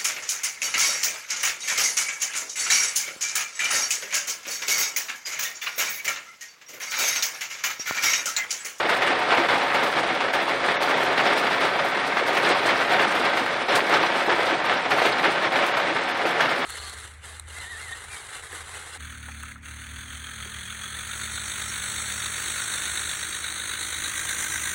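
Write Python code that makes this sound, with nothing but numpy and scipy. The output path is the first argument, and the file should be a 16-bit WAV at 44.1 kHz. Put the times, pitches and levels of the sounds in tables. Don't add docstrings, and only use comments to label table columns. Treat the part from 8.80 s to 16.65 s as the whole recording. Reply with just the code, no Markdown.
import sys
import numpy as np
from scipy import signal
from scipy.fft import rfft, irfft, next_fast_len
from scipy.io import wavfile
from scipy.ndimage import uniform_filter1d

SR = 44100
rng = np.random.default_rng(int(sys.argv[2]) if len(sys.argv) > 2 else 0)


def generate_wav(sig):
    pcm = np.round(np.clip(np.atleast_2d(sig).T, -1, 1) * 32767).astype(np.int16)
    wavfile.write(sys.argv[1], SR, pcm)


def voltage_ratio(level):
    return 10 ** (np.asarray(level, float) / 20)


N = 346185

# (frequency [Hz], level [dB])
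ROOF_COLOUR = [(150, -27), (400, -6.5), (800, -2.5), (1700, -1.5), (3000, -6.5), (6000, -23.5),
               (12000, -43)]


def rms_one(x):
    return x / np.sqrt(np.mean(x ** 2) + 1e-20)


def at_hz(points, hz):
    table_hz, values = np.transpose(points)
    return np.interp(np.log(hz), np.log(table_hz), values)


def drift(rate_hz):
    r = np.exp(-80 * np.pi * rate_hz / SR)
    noise = rng.standard_normal(N // 40 + 2002)
    slow = signal.lfilter([1], [1, -2 * r, r * r], noise)[2000:]
    return np.interp(np.arange(N) / 40, np.arange(len(slow)), rms_one(slow))


def causal(spectrum, size):
    hz = np.maximum(np.arange(size // 2 + 1) * SR / size, 1)
    cepstrum = irfft(np.log(voltage_ratio(at_hz(spectrum, hz))), size)
    cepstrum[1:size // 2] *= 2
    cepstrum[size // 2 + 1:] = 0
    return np.exp(rfft(cepstrum))


def strikes(spectrum, t60_scale, crack):
    # (frequency [Hz], t60 [s])
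    panel_t60 = [(100, 0.13), (500, 0.1), (2000, 0.099), (8000, 0.091)]
    t = np.arange(SR // 4) / SR
    scale = np.reshape(t60_scale, (-1, 1))
    white = rng.standard_normal((2, len(scale), len(t)))
    out = 0
    edges = 70 * 2 ** np.arange(0, 8.1, 1 / 3)
    for k, (low, high) in enumerate(zip(edges, edges[1:])):
        t60 = scale * at_hz(panel_t60, np.sqrt(low * high))
        dying = white[k % 2] * voltage_ratio(-60 * t / t60)
        dying /= np.linalg.norm(dying, axis=1, keepdims=True)
        dying[:, 0] += crack
        band = signal.butter(2, [low, high], "band", fs=SR, output="sos")
        out = out + signal.sosfilt(band, dying)
    size = SR // 2
    out = irfft(rfft(out, size) * causal(spectrum, size), size)[:, :len(t)]
    return out / np.linalg.norm(out, axis=1, keepdims=True)


def patter(spectrum, per_s, spread_db, clump_db, t60_scale, crack):
    places = 14
    sizes_db = spread_db * np.minimum(rng.exponential(1, N), 5) + clump_db * drift(23.3)
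    sizes = voltage_ratio(sizes_db) * rng.choice([-1, 1], N)
    falls = rng.random(N) < per_s / SR
    drops = sizes * falls * (rng.integers(0, places, N) == np.arange(places)[:, None])
    voices = strikes(spectrum, np.full(places, t60_scale), crack)
    size = next_fast_len(N + voices.shape[1])
    ringing = irfft(np.sum(rfft(drops, size) * rfft(voices, size), axis=0), size)
    ringing[:size - N] += ringing[N:]
    return rms_one(ringing[:N])


def lone_drops(times, peaks_db, voices):
    out = np.zeros(N + voices.shape[1])
    for s, db, voice in zip(times, peaks_db, voices):
        start = round(s * SR)
        out[start:start + len(voice)] += voltage_ratio(db) * voice / np.abs(voice).max()
    return out[:N]


def pocks(hz):
    cycles = hz[:, None] * np.arange(SR // 20) / SR
    decay = voltage_ratio(-60 * cycles / 6.9)
    pock = np.sin(2 * np.pi * cycles) * decay * np.minimum(cycles / 0.47, 1)
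    return signal.sosfilt(signal.butter(2, 300, "high", fs=SR, output="sos"), pock)


def patches(s, db, hz, octaves, rise_s, t60, count):
    t = np.arange(SR // 12) / SR
    low, high, phase = rng.random((3, len(s), count, 1))
    mode_hz = np.reshape(hz, (-1, 1, 1)) * 2 ** (octaves * (low - high))
    modes = np.sin(2 * np.pi * (mode_hz * t + phase)).sum(axis=1)
    envelope = np.minimum(t / rise_s, 1) * voltage_ratio(-60 * np.maximum(t - rise_s, 0) / t60)
    return lone_drops(s, db, modes * envelope)


def sheets(t):
    # (time [s], lift [dB], lasting [s])
    gusts = [(0.085, 3.5, 0.061), (0.26, 4.5, 0.014), (0.49, 3, 0.052), (0.57, 3, 0.061),
             (0.70, 2.5, 0.067), (0.93, 3, 0.061), (1.16, 3, 0.029), (1.53, 3.5, 0.045), (1.87, 1.5, 0.044),
             (2.01, 3.5, 0.014), (2.078, 3.5, 0.043), (2.375, 3, 0.02), (2.7, 3, 0.051), (2.8, 3.5, 0.071),
             (3.48, 4, 0.025), (3.628, 4.5, 0.096), (3.851, 4, 0.042), (4.1, 4.5, 0.045), (4.18, 3, 0.062),
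             (4.34, 1.5, 0.019), (4.438, 5, 0.02), (4.88, 6.5, 0.095), (5.13, 1.5, 0.089),
             (5.64, 2.5, 0.082), (5.84, 3, 0.15), (6.1, 3, 0.11), (6.17, 2, 0.084), (6.43, 2.5, 0.055),
             (6.731, 1.5, 0.086), (7.15, 4, 0.017)]
    rise_s, fall_s = 0.008, 0.02
    start, db, lasting = np.transpose(gusts)[:, :, None]
    rise = np.clip((t - start) / rise_s, 0, 1)
    fall = np.exp(-np.maximum(t - start - lasting, 0) / fall_s)
    return np.max(db * rise * fall, axis=0)


def lulls(t):
    # (end time [s], depth [dB], negative for a swell, lasting [s])
    gaps = [(0.568, 4, 0.028), (0.686, 5, 0.023), (0.942, 2, 0.037), (1.135, 2, 0.032), (1.535, 4.5, 0.055),
            (1.80, 0.5, .06), (2.0, 3.5, 0.071), (2.376, 2.5, 0.059), (3.368, 4, 0.03), (3.63, 0, .03),
            (3.855, 1, 0.046), (4.09, 1.5, .04), (4.883, 3, 0.034), (5.137, -2, .04), (5.5, -2, 0.034),
            (5.84, 1.5, 0.073), (5.895, 3, 0.011), (6.108, 0.5, 0.057), (6.435, 0.5, 0.031),
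            (6.72, 4.5, .06), (6.968, 0.5, .04), (7.33, 1, 0.08), (7.604, 3, 0.075)]
    end, db, lasting = np.transpose(gaps)[:, :, None]
    return -np.sum(db * np.clip(1 - (end - t) / lasting, 0, 1) * (t < end), axis=0)


def downpour():
    # (time [s], drumming level [dB])
    strength = [(0.0, -24), (0.94, -23), (1.66, -25), (2.23, -22.5), (2.62, -23), (3.21, -24.5),
                (3.65, -24), (4.37, -22.5), (4.72, -25), (4.94, -26.5), (5.07, -22.5), (5.992, -26),
                (6.27, -23), (7.41, -25), (7.56, -22.5), (7.85, -24)]
    # (frequency [Hz], level [dB per Hz])
    panel_colour = [(53, -57), (90, -25), (118, -12), (292, -8), (340, -2), (429, -3), (721, 1),
                    (1000, -1.5), (1530, -3), (1650, -1), (3710, -12), (4600, -20.5), (5500, -22),
                    (6000, -26.5), (6870, -31.5), (9000, -35.5), (11700, -53), (19800, -70.5)]
    # (frequency [Hz], level [dB per Hz])
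    glass_colour = [(1500, -29.5), (4000, 1.5), (6900, -11), (8490, -7.5), (10800, -15.5), (13700, -22),
                    (14700, -16.5), (15800, -19)]
    t = np.arange(N) / SR
    coarse_t = t[::32]
    s, floor_db = np.transpose(strength)
    drum_db = np.interp(t, s, floor_db) + np.interp(t, coarse_t, sheets(coarse_t) + lulls(coarse_t))
    mean_db = drum_db.mean()
    spray_db = mean_db - 21 + 1.05 * (drum_db - mean_db)
    drumming = patter(panel_colour, per_s=2500, spread_db=3.0, clump_db=1.0, t60_scale=0.84, crack=0.25)
    spray = patter(glass_colour, per_s=4500, spread_db=5.0, clump_db=3.5, t60_scale=0.61, crack=0.64)
    return voltage_ratio(drum_db) * drumming + voltage_ratio(spray_db) * spray


def thuds():
    # (time [s], peak level [dB])
    heavy = [(0.003, -4), (0.092, -6), (0.22, 1), (0.276, -10), (0.505, -1), (0.517, 1.5), (0.526, -2),
             (0.686, -0.5), (0.944, -2), (1.165, -17), (1.404, -3), (1.886, -4), (2.398, -4), (2.463, 1.5),
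             (2.526, -4), (2.667, 0), (2.838, -15), (3.369, 1), (3.567, 1.5), (3.888, 3), (4.008, -2.5),
             (4.196, 0), (4.571, 0.5), (5.138, 1.5), (5.491, -1.5), (5.602, -6), (5.896, -17), (6.106, -3),
             (6.118, 3.5), (6.216, -7), (6.251, 4), (6.439, -2), (6.757, 0.5), (6.836, -6), (6.969, -1.5),
             (7.453, -6), (7.605, 1.5)]
    lesser_per_s, lesser_db = 10, -35
    s, db = np.transpose(heavy)
    ring_scale = 1.6 * (1 + 0.1 * rng.uniform(-0.92, 1, len(s)))
    voices = strikes(ROOF_COLOUR, ring_scale, crack=0.14)
    count = round(lesser_per_s * N / SR)
    when = rng.random(count) * N / SR
    lesser = lone_drops(when, np.full(count, lesser_db), voices[np.arange(count) % len(s)])
    return lone_drops(s, db - 12.5, voices) + lesser


def knocks():
    # (time [s], peak level [dB], pitch [Hz])
    square_hits = [(0.093, -7, 1540), (0.22, -10, 721), (0.331, -10, 1260), (0.488, -11, 1690),
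                   (0.506, -6, 1570), (0.571, -7, 720), (0.687, -12, 1060), (0.856, -19, 1440),
                   (0.946, -15, 570), (1.167, -10, 1730), (1.236, -13, 740), (1.537, -13, 1540),
                   (1.678, -10, 850), (1.868, -12, 965), (1.887, -8, 1840), (1.969, -8.5, 1890),
                   (2.004, -18, 716), (2.023, -20, 746), (2.378, -22, 710), (2.464, -13.5, 501),
                   (2.526, -7, 1480), (2.708, -21, 783), (2.812, -18, 565), (3.369, -7, 820),
                   (3.576, -15, 896), (3.632, -18, 570), (3.859, -11, 610), (3.958, -7, 1260),
                   (4.014, -8.5, 662), (4.059, -16, 711), (4.094, -8, 1470), (4.195, -11, 1860),
                   (4.324, -13, 1700), (4.362, -11, 1060), (4.449, -18, 770), (4.533, -19, 1570),
                   (4.663, -12, 1290), (4.885, -9, 750), (5.096, -15, 563), (5.138, -1.5, 2080),
                   (5.302, -10, 935), (5.503, -5, 1500), (5.553, -19, 710), (5.709, -9, 1760),
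                   (5.844, -12, 1060), (5.896, -5.5, 1690), (5.926, -12, 1380), (6.114, -9, 1270),
                   (6.165, -12, 1320), (6.184, -6, 1130), (6.218, -5, 740), (6.252, -14, 523),
                   (6.443, -4, 1310), (6.554, -15, 600), (6.725, -22, 1730), (6.97, -9, 1320),
                   (7.416, -9, 1550), (7.452, -13, 592), (7.605, -6, 1580), (7.658, -6, 1840)]
    level_db, ring_db, lag_s = -3.5, -8, 0.000794
    lesser_per_s, lesser_db = 70, -21
    s, db, hz = np.transpose(square_hits)
    pock = pocks(hz)
    ring = strikes(ROOF_COLOUR, np.full(len(s), 0.3), crack=0.15)
    when, size = rng.random((round(lesser_per_s * N / SR), 2)).T
    lesser = lone_drops(when * N / SR, lesser_db - 8 * size, pock[np.arange(len(when)) % len(s)])
    cracks = lone_drops(s + lag_s, db + level_db, pock)
    return cracks + lone_drops(s, db + level_db + ring_db, ring) + lesser


def ticks():
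    # (time [s], peak level [dB], pitch [Hz])
    hard_drops = [(0.0881, -13, 1510), (0.4854, -15, 1140), (0.5265, -8, 1180), (0.5404, -10, 800),
                  (0.6996, -10, 1730), (0.7165, -14, 920), (0.756, -14, 800), (1.885, -10, 850),
                  (2.023, -14, 1980), (2.1854, -13, 900), (2.3796, -11, 1950), (2.5271, -5, 1410),
                  (2.687, -16, 1870), (3.881, -11, 1120), (4.2132, -13, 820), (4.6785, -14, 1610),
                  (4.983, -16, 1170), (4.993, -9, 1540), (5.0056, -9, 1990), (5.1354, -15, 1020),
                  (5.262, -15, 880), (5.4107, -10, 1860), (6.118, -8, 1610), (6.4477, -8, 1350)]
    s, db, hz = np.transpose(hard_drops)
    return lone_drops(s, db, pocks(hz))


def splashes():
    # (time [s], peak level [dB])
    bursts = [(0.2204, -32.5), (0.6818, -52), (0.9423, -28), (1.0321, -23.5), (1.1403, -41), (1.5314, -28),
              (1.6811, -30), (1.8815, -39), (2.0098, -39), (2.0218, -24.5), (2.2308, -27), (2.3795, -35),
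              (2.576, -24), (2.8005, -33), (3.044, -31), (3.471, -27), (3.5309, -36), (3.5708, -27),
              (4.0033, -33), (4.0916, -35), (4.1205, -25), (4.3495, -27), (4.3979, -43), (4.4518, -39),
              (4.4887, -43), (4.569, -28), (4.6593, -47), (4.8838, -40), (4.954, -14.5), (5.2265, -37),
              (5.5338, -45), (5.8416, -41), (5.9324, -43), (6.0192, -41), (6.106, -26.5), (6.177, -26),
              (6.2566, -25), (6.5505, -43), (6.7226, -38), (6.759, -35), (6.8623, -26), (6.9691, -30),
              (7.162, -44), (7.207, -46), (7.2873, -32), (7.415, -44), (7.4639, -31), (7.5063, -33),
              (7.6047, -30), (7.6934, -55), (7.7672, -42)]
    # (frequency [Hz], level [dB])
    splash_colour = [(1500, -16), (4000, 5), (8000, -0.5), (12000, -0.5), (14000, -5), (16000, -6)]
    rise_s = 0.0067
    s, db = np.transpose(bursts)
    voices = strikes(splash_colour, np.full(len(s), 1.5), crack=0.03)
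    rise = np.minimum(np.arange(voices.shape[1]) / SR / rise_s, 1)
    return lone_drops(s - rise_s / 2, db - 2.0, voices * rise)


def smacks():
    # (time [s], peak level [dB])
    flat_drops = [(0.025, -28), (0.08, -35), (0.484, -28), (0.516, -29), (0.594, -30), (0.695, -26),
                  (0.724, -31), (0.953, -28), (1.683, -26), (2.026, -22.5), (2.059, -29.5), (2.376, -21),
                  (2.468, -19), (2.578, -25), (2.734, -29), (2.802, -29.5), (3.643, -21), (3.718, -28),
                  (3.744, -26), (3.859, -26), (3.889, -29), (3.963, -28), (4.121, -32), (4.421, -29),
                  (4.45, -23.5), (4.889, -24), (4.952, -23), (5.0, -24.5), (5.139, -24), (5.225, -23),
                  (5.261, -25), (5.663, -22), (5.858, -29), (5.966, -27.5), (6.106, -29.5), (6.186, -24),
                  (6.222, -29.5), (6.262, -26), (6.322, -26), (6.752, -27), (7.611, -29), (7.688, -26)]
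    s, db = np.transpose(flat_drops)
    return patches(s, db + 3.0, hz=3524, octaves=0.8, rise_s=0.0062, t60=0.066, count=60)


def rings():
    # (time [s], peak level [dB], pitch [Hz])
    roof_drops = [(0.0, -15.5, 722), (0.027, -16, 1525), (0.099, -17, 1136), (0.148, -23, 720),
                  (0.272, -13, 2026), (0.519, -14, 594), (0.545, -14, 1484), (0.725, -16, 1150),
                  (0.771, -21, 644), (0.916, -15.5, 1580), (0.949, -21, 660), (1.052, -16, 685),
                  (1.681, -19, 850), (1.885, -19, 1900), (2.023, -18, 800), (2.074, -15, 960),
                  (2.236, -23, 650), (2.476, -19, 470), (2.527, -19, 1530), (2.733, -22, 1340),
                  (2.758, -23, 727), (3.422, -17, 606), (3.582, -23, 2160), (3.66, -17, 820),
                  (3.707, -15, 744), (3.745, -14.5, 1144), (3.87, -15, 1595), (4.145, -14, 930),
                  (4.191, -15, 1856), (4.396, -25, 400), (4.47, -15, 1290), (4.899, -17, 670),
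                  (4.982, -15, 930), (5.015, -23, 494), (5.169, -14.5, 2000), (5.234, -15, 810),
                  (5.267, -18, 1480), (5.481, -15.5, 710), (5.593, -16, 540), (5.668, -21, 860),
                  (5.897, -16, 923), (6.105, -21, 587), (6.169, -15, 690), (6.215, -17, 760),
                  (6.26, -15.5, 534), (6.44, -20, 1830), (6.755, -14.5, 760), (7.455, -17, 530),
                  (7.596, -18, 1540), (7.68, -17, 1346)]
    s, db, hz = np.transpose(roof_drops)
    return patches(s, db + 0.9, hz, octaves=1.1, rise_s=0.0024, t60=0.075, count=30)


def booms():
    # (time [s], peak level [dB], pitch [Hz])
    soft_drops = [(0.036, -23, 380), (0.096, -27, 434), (0.281, -22.5, 390), (0.521, -24, 498),
                  (0.577, -24.5, 332), (0.645, -26, 410), (0.711, -26, 414), (1.992, -22, 470),
                  (2.066, -26, 362), (2.282, -26, 480), (2.474, -25, 493), (2.586, -24, 452),
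                  (2.903, -28, 380), (3.039, -23, 478), (3.274, -24, 435), (3.44, -27, 470),
                  (3.497, -23, 400), (3.549, -23, 426), (3.606, -27, 500), (3.651, -26, 468),
                  (3.691, -21, 379), (3.865, -27, 364), (4.124, -26, 343), (4.263, -26, 336),
                  (4.337, -26, 405), (4.393, -25, 413), (4.603, -25, 360), (5.016, -25, 370),
                  (5.141, -24, 398), (5.198, -26, 385), (5.469, -24, 351), (5.502, -27, 470),
                  (5.588, -26, 493), (5.715, -20.5, 357), (6.468, -21, 337), (6.759, -23, 407),
                  (7.097, -26, 398), (7.432, -24, 474), (7.556, -23, 471), (7.776, -26, 360)]
    s, db, hz = np.transpose(soft_drops)
    return patches(s, db + 0.53, hz, octaves=0.8, rise_s=0.015, t60=0.16, count=12)


def rumble():
    # (frequency [Hz], level [dB per Hz])
    shell_colour = [(12, -45), (20, -21), (43, 1), (75, -8), (110, -6), (140, -29), (240, -120)]
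    hz = np.maximum(np.arange(N // 2 + 1) * SR / N, 1)
    shaking = irfft(rfft(rng.standard_normal(N)) * voltage_ratio(at_hz(shell_colour, hz)), N)
    return voltage_ratio(-62.5) * rms_one(shaking)


def cabin(x):
    # (frequency [Hz], width [Hz], gain [dB])
    resonances = [(260.7, 17.7, 7.5), (334.6, 19, 2.5), (421, 10, 2.5), (565, 19, 5.5), (720, 22, 3),
                  (870, 120, -1), (1020, 70, -2), (1450, 22, -0.5), (1543, 43, 6), (1643, 47, -7),
                  (1690, 49, 2), (2070, 35, 3.5), (2235, 150, 1.5), (2304, 100, -1.5), (2275, 64, 0),
                  (3080, 340, -2), (3440, 160, 0.9), (7650, 36, -10), (14550, 50, 6)]
    for hz, width_hz, db in resonances:
        middle = -2 * np.cos(2 * np.pi * hz / SR)
        a, lift = np.pi * width_hz / SR, np.sqrt(voltage_ratio(db))
        x = signal.lfilter([1 + a * lift, middle, 1 - a * lift], [1 + a / lift, middle, 1 - a / lift], x)
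    return x


def power_db(band, axis=None):
    return 10 * np.log10(np.mean(abs(band) ** 2, axis=axis) + 1e-20)


def thin(spec, hz, size, shares, frame_luck, levelling, lingers):
    out = spec.copy()
    for low in range(160, 750, size):
        band = spec[low:low + size]
        db = power_db(band, axis=0)
        chance = signal.lfilter([1], [1, -lingers], rng.standard_normal(len(db)))
        claim = db + frame_luck + 5 * rms_one(chance)
        share = np.clip(at_hz(shares, hz[low + size // 2]), 0, 0.95)
        evened = voltage_ratio(levelling * min(3 * share, 1) * (power_db(band) - db))
        out[low:low + size] = band * evened * (claim >= np.quantile(claim, share))
    return out


def flickering_treble(x):
    # (frequency [Hz], share of frames [0-1])
    lost_bands = [(6300, 0.0), (8500, 0.03), (9600, .06), (10300, .2), (10800, .42), (12500, .48),
                  (13600, .75), (14200, .75), (14700, .36), (15300, .62), (15700, .85)]
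    # (frequency [Hz], share of frames [0-1])
    lost_slits = [(4500, 0), (5200, .08), (6000, 0.3), (6600, .24), (7500, 0.17), (10000, .17), (16000, .2)]
    # (time [s], lasting [s], luck [dB])
    treble_spells = [(0.0, 0.023, 8), (0.008, 0.023, -8), (0.077, 0.023, 8), (0.147, 0.046, 8),
                     (0.286, 0.07, -7), (0.472, 0.07, -9), (0.565, 0.07, 12), (0.797, 0.023, -10),
                     (1.006, 0.116, 8), (1.378, 0.046, -8), (1.447, 0.023, -7), (1.494, 0.023, -8),
                     (1.517, 0.046, 6), (1.796, 0.046, -9), (1.865, 0.046, -9), (1.958, 0.046, -10),
                     (2.005, 0.139, 12), (2.167, 0.046, 16), (2.237, 0.023, 8), (2.306, 0.023, 13),
                     (2.423, 0.023, -17), (2.562, 0.046, 8), (2.655, 0.116, 9), (2.957, 0.023, 8),
                     (3.073, 0.046, 10), (3.119, 0.023, -8), (3.189, 0.023, -6), (3.235, 0.023, -8),
                     (3.351, 0.023, 12.5), (3.421, 0.023, -10), (3.467, 0.046, 8), (3.537, 0.023, 12),
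                     (3.7, 0.046, -15), (3.978, 0.023, 6), (4.164, 0.046, 8), (4.466, 0.023, -12),
                     (4.582, 0.023, 8), (4.628, 0.023, -10), (4.698, 0.023, -9), (4.791, 0.07, -8),
                     (4.93, 0.07, 10), (5.07, 0.046, 10), (5.186, 0.023, -6), (5.441, 0.023, 10),
                     (5.488, 0.046, -10), (5.673, 0.023, 12), (5.72, 0.093, -8), (5.882, 0.046, -16),
                     (5.998, 0.046, -8), (6.277, 0.023, 10), (6.416, 0.023, -0.5), (6.579, 0.023, -8),
                     (6.649, 0.07, -9), (6.834, 0.046, 8), (6.927, 0.023, -11), (7.02, 0.023, 8),
                     (7.043, 0.116, -7.5), (7.183, 0.046, -6), (7.252, 0.023, -8), (7.322, 0.023, -14)]
    frame = 2048
    lead = frame // 2 - 850
    hz, t, spec = signal.stft(np.pad(x, (lead, 0)), SR, "cosine", frame)
    start, lasting, luck_db = np.transpose(treble_spells)[:, :, None]
    inside = abs(t - lead / SR - start - lasting / 2) < lasting / 2
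    luck = 1.1 * np.sum(luck_db * inside, axis=0) + 2.5 * rng.standard_normal(spec.shape[1])
    spec[hz > 15800] = 0
    spec = thin(spec, hz, 32, lost_bands, luck, levelling=0.48, lingers=0.3)
    spec = thin(spec, hz, 4, lost_slits, -power_db(spec[160:320], axis=0), levelling=0, lingers=0.2)
    around = np.sqrt(uniform_filter1d(abs(spec) ** 2, size=24, axis=0))
    spec = spec * ((abs(spec) > 0.78 * around) | (hz[:, None] < 4900))
    return signal.istft(spec, SR, "cosine", frame)[1][lead:lead + N]


def scene():
    outside = downpour() + thuds() + knocks() + splashes()
    singles = ticks() + smacks() + rings() + booms()
    return (cabin(outside) + singles + rumble())[None]


def roll_off(x):
    return signal.sosfilt(signal.butter(12, 15940, fs=SR, output="sos"), x)


def record(dry):
    mix = flickering_treble(dry[0])[None]
    return roll_off(mix)


dry = scene()
out = record(dry)
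generate_wav(out)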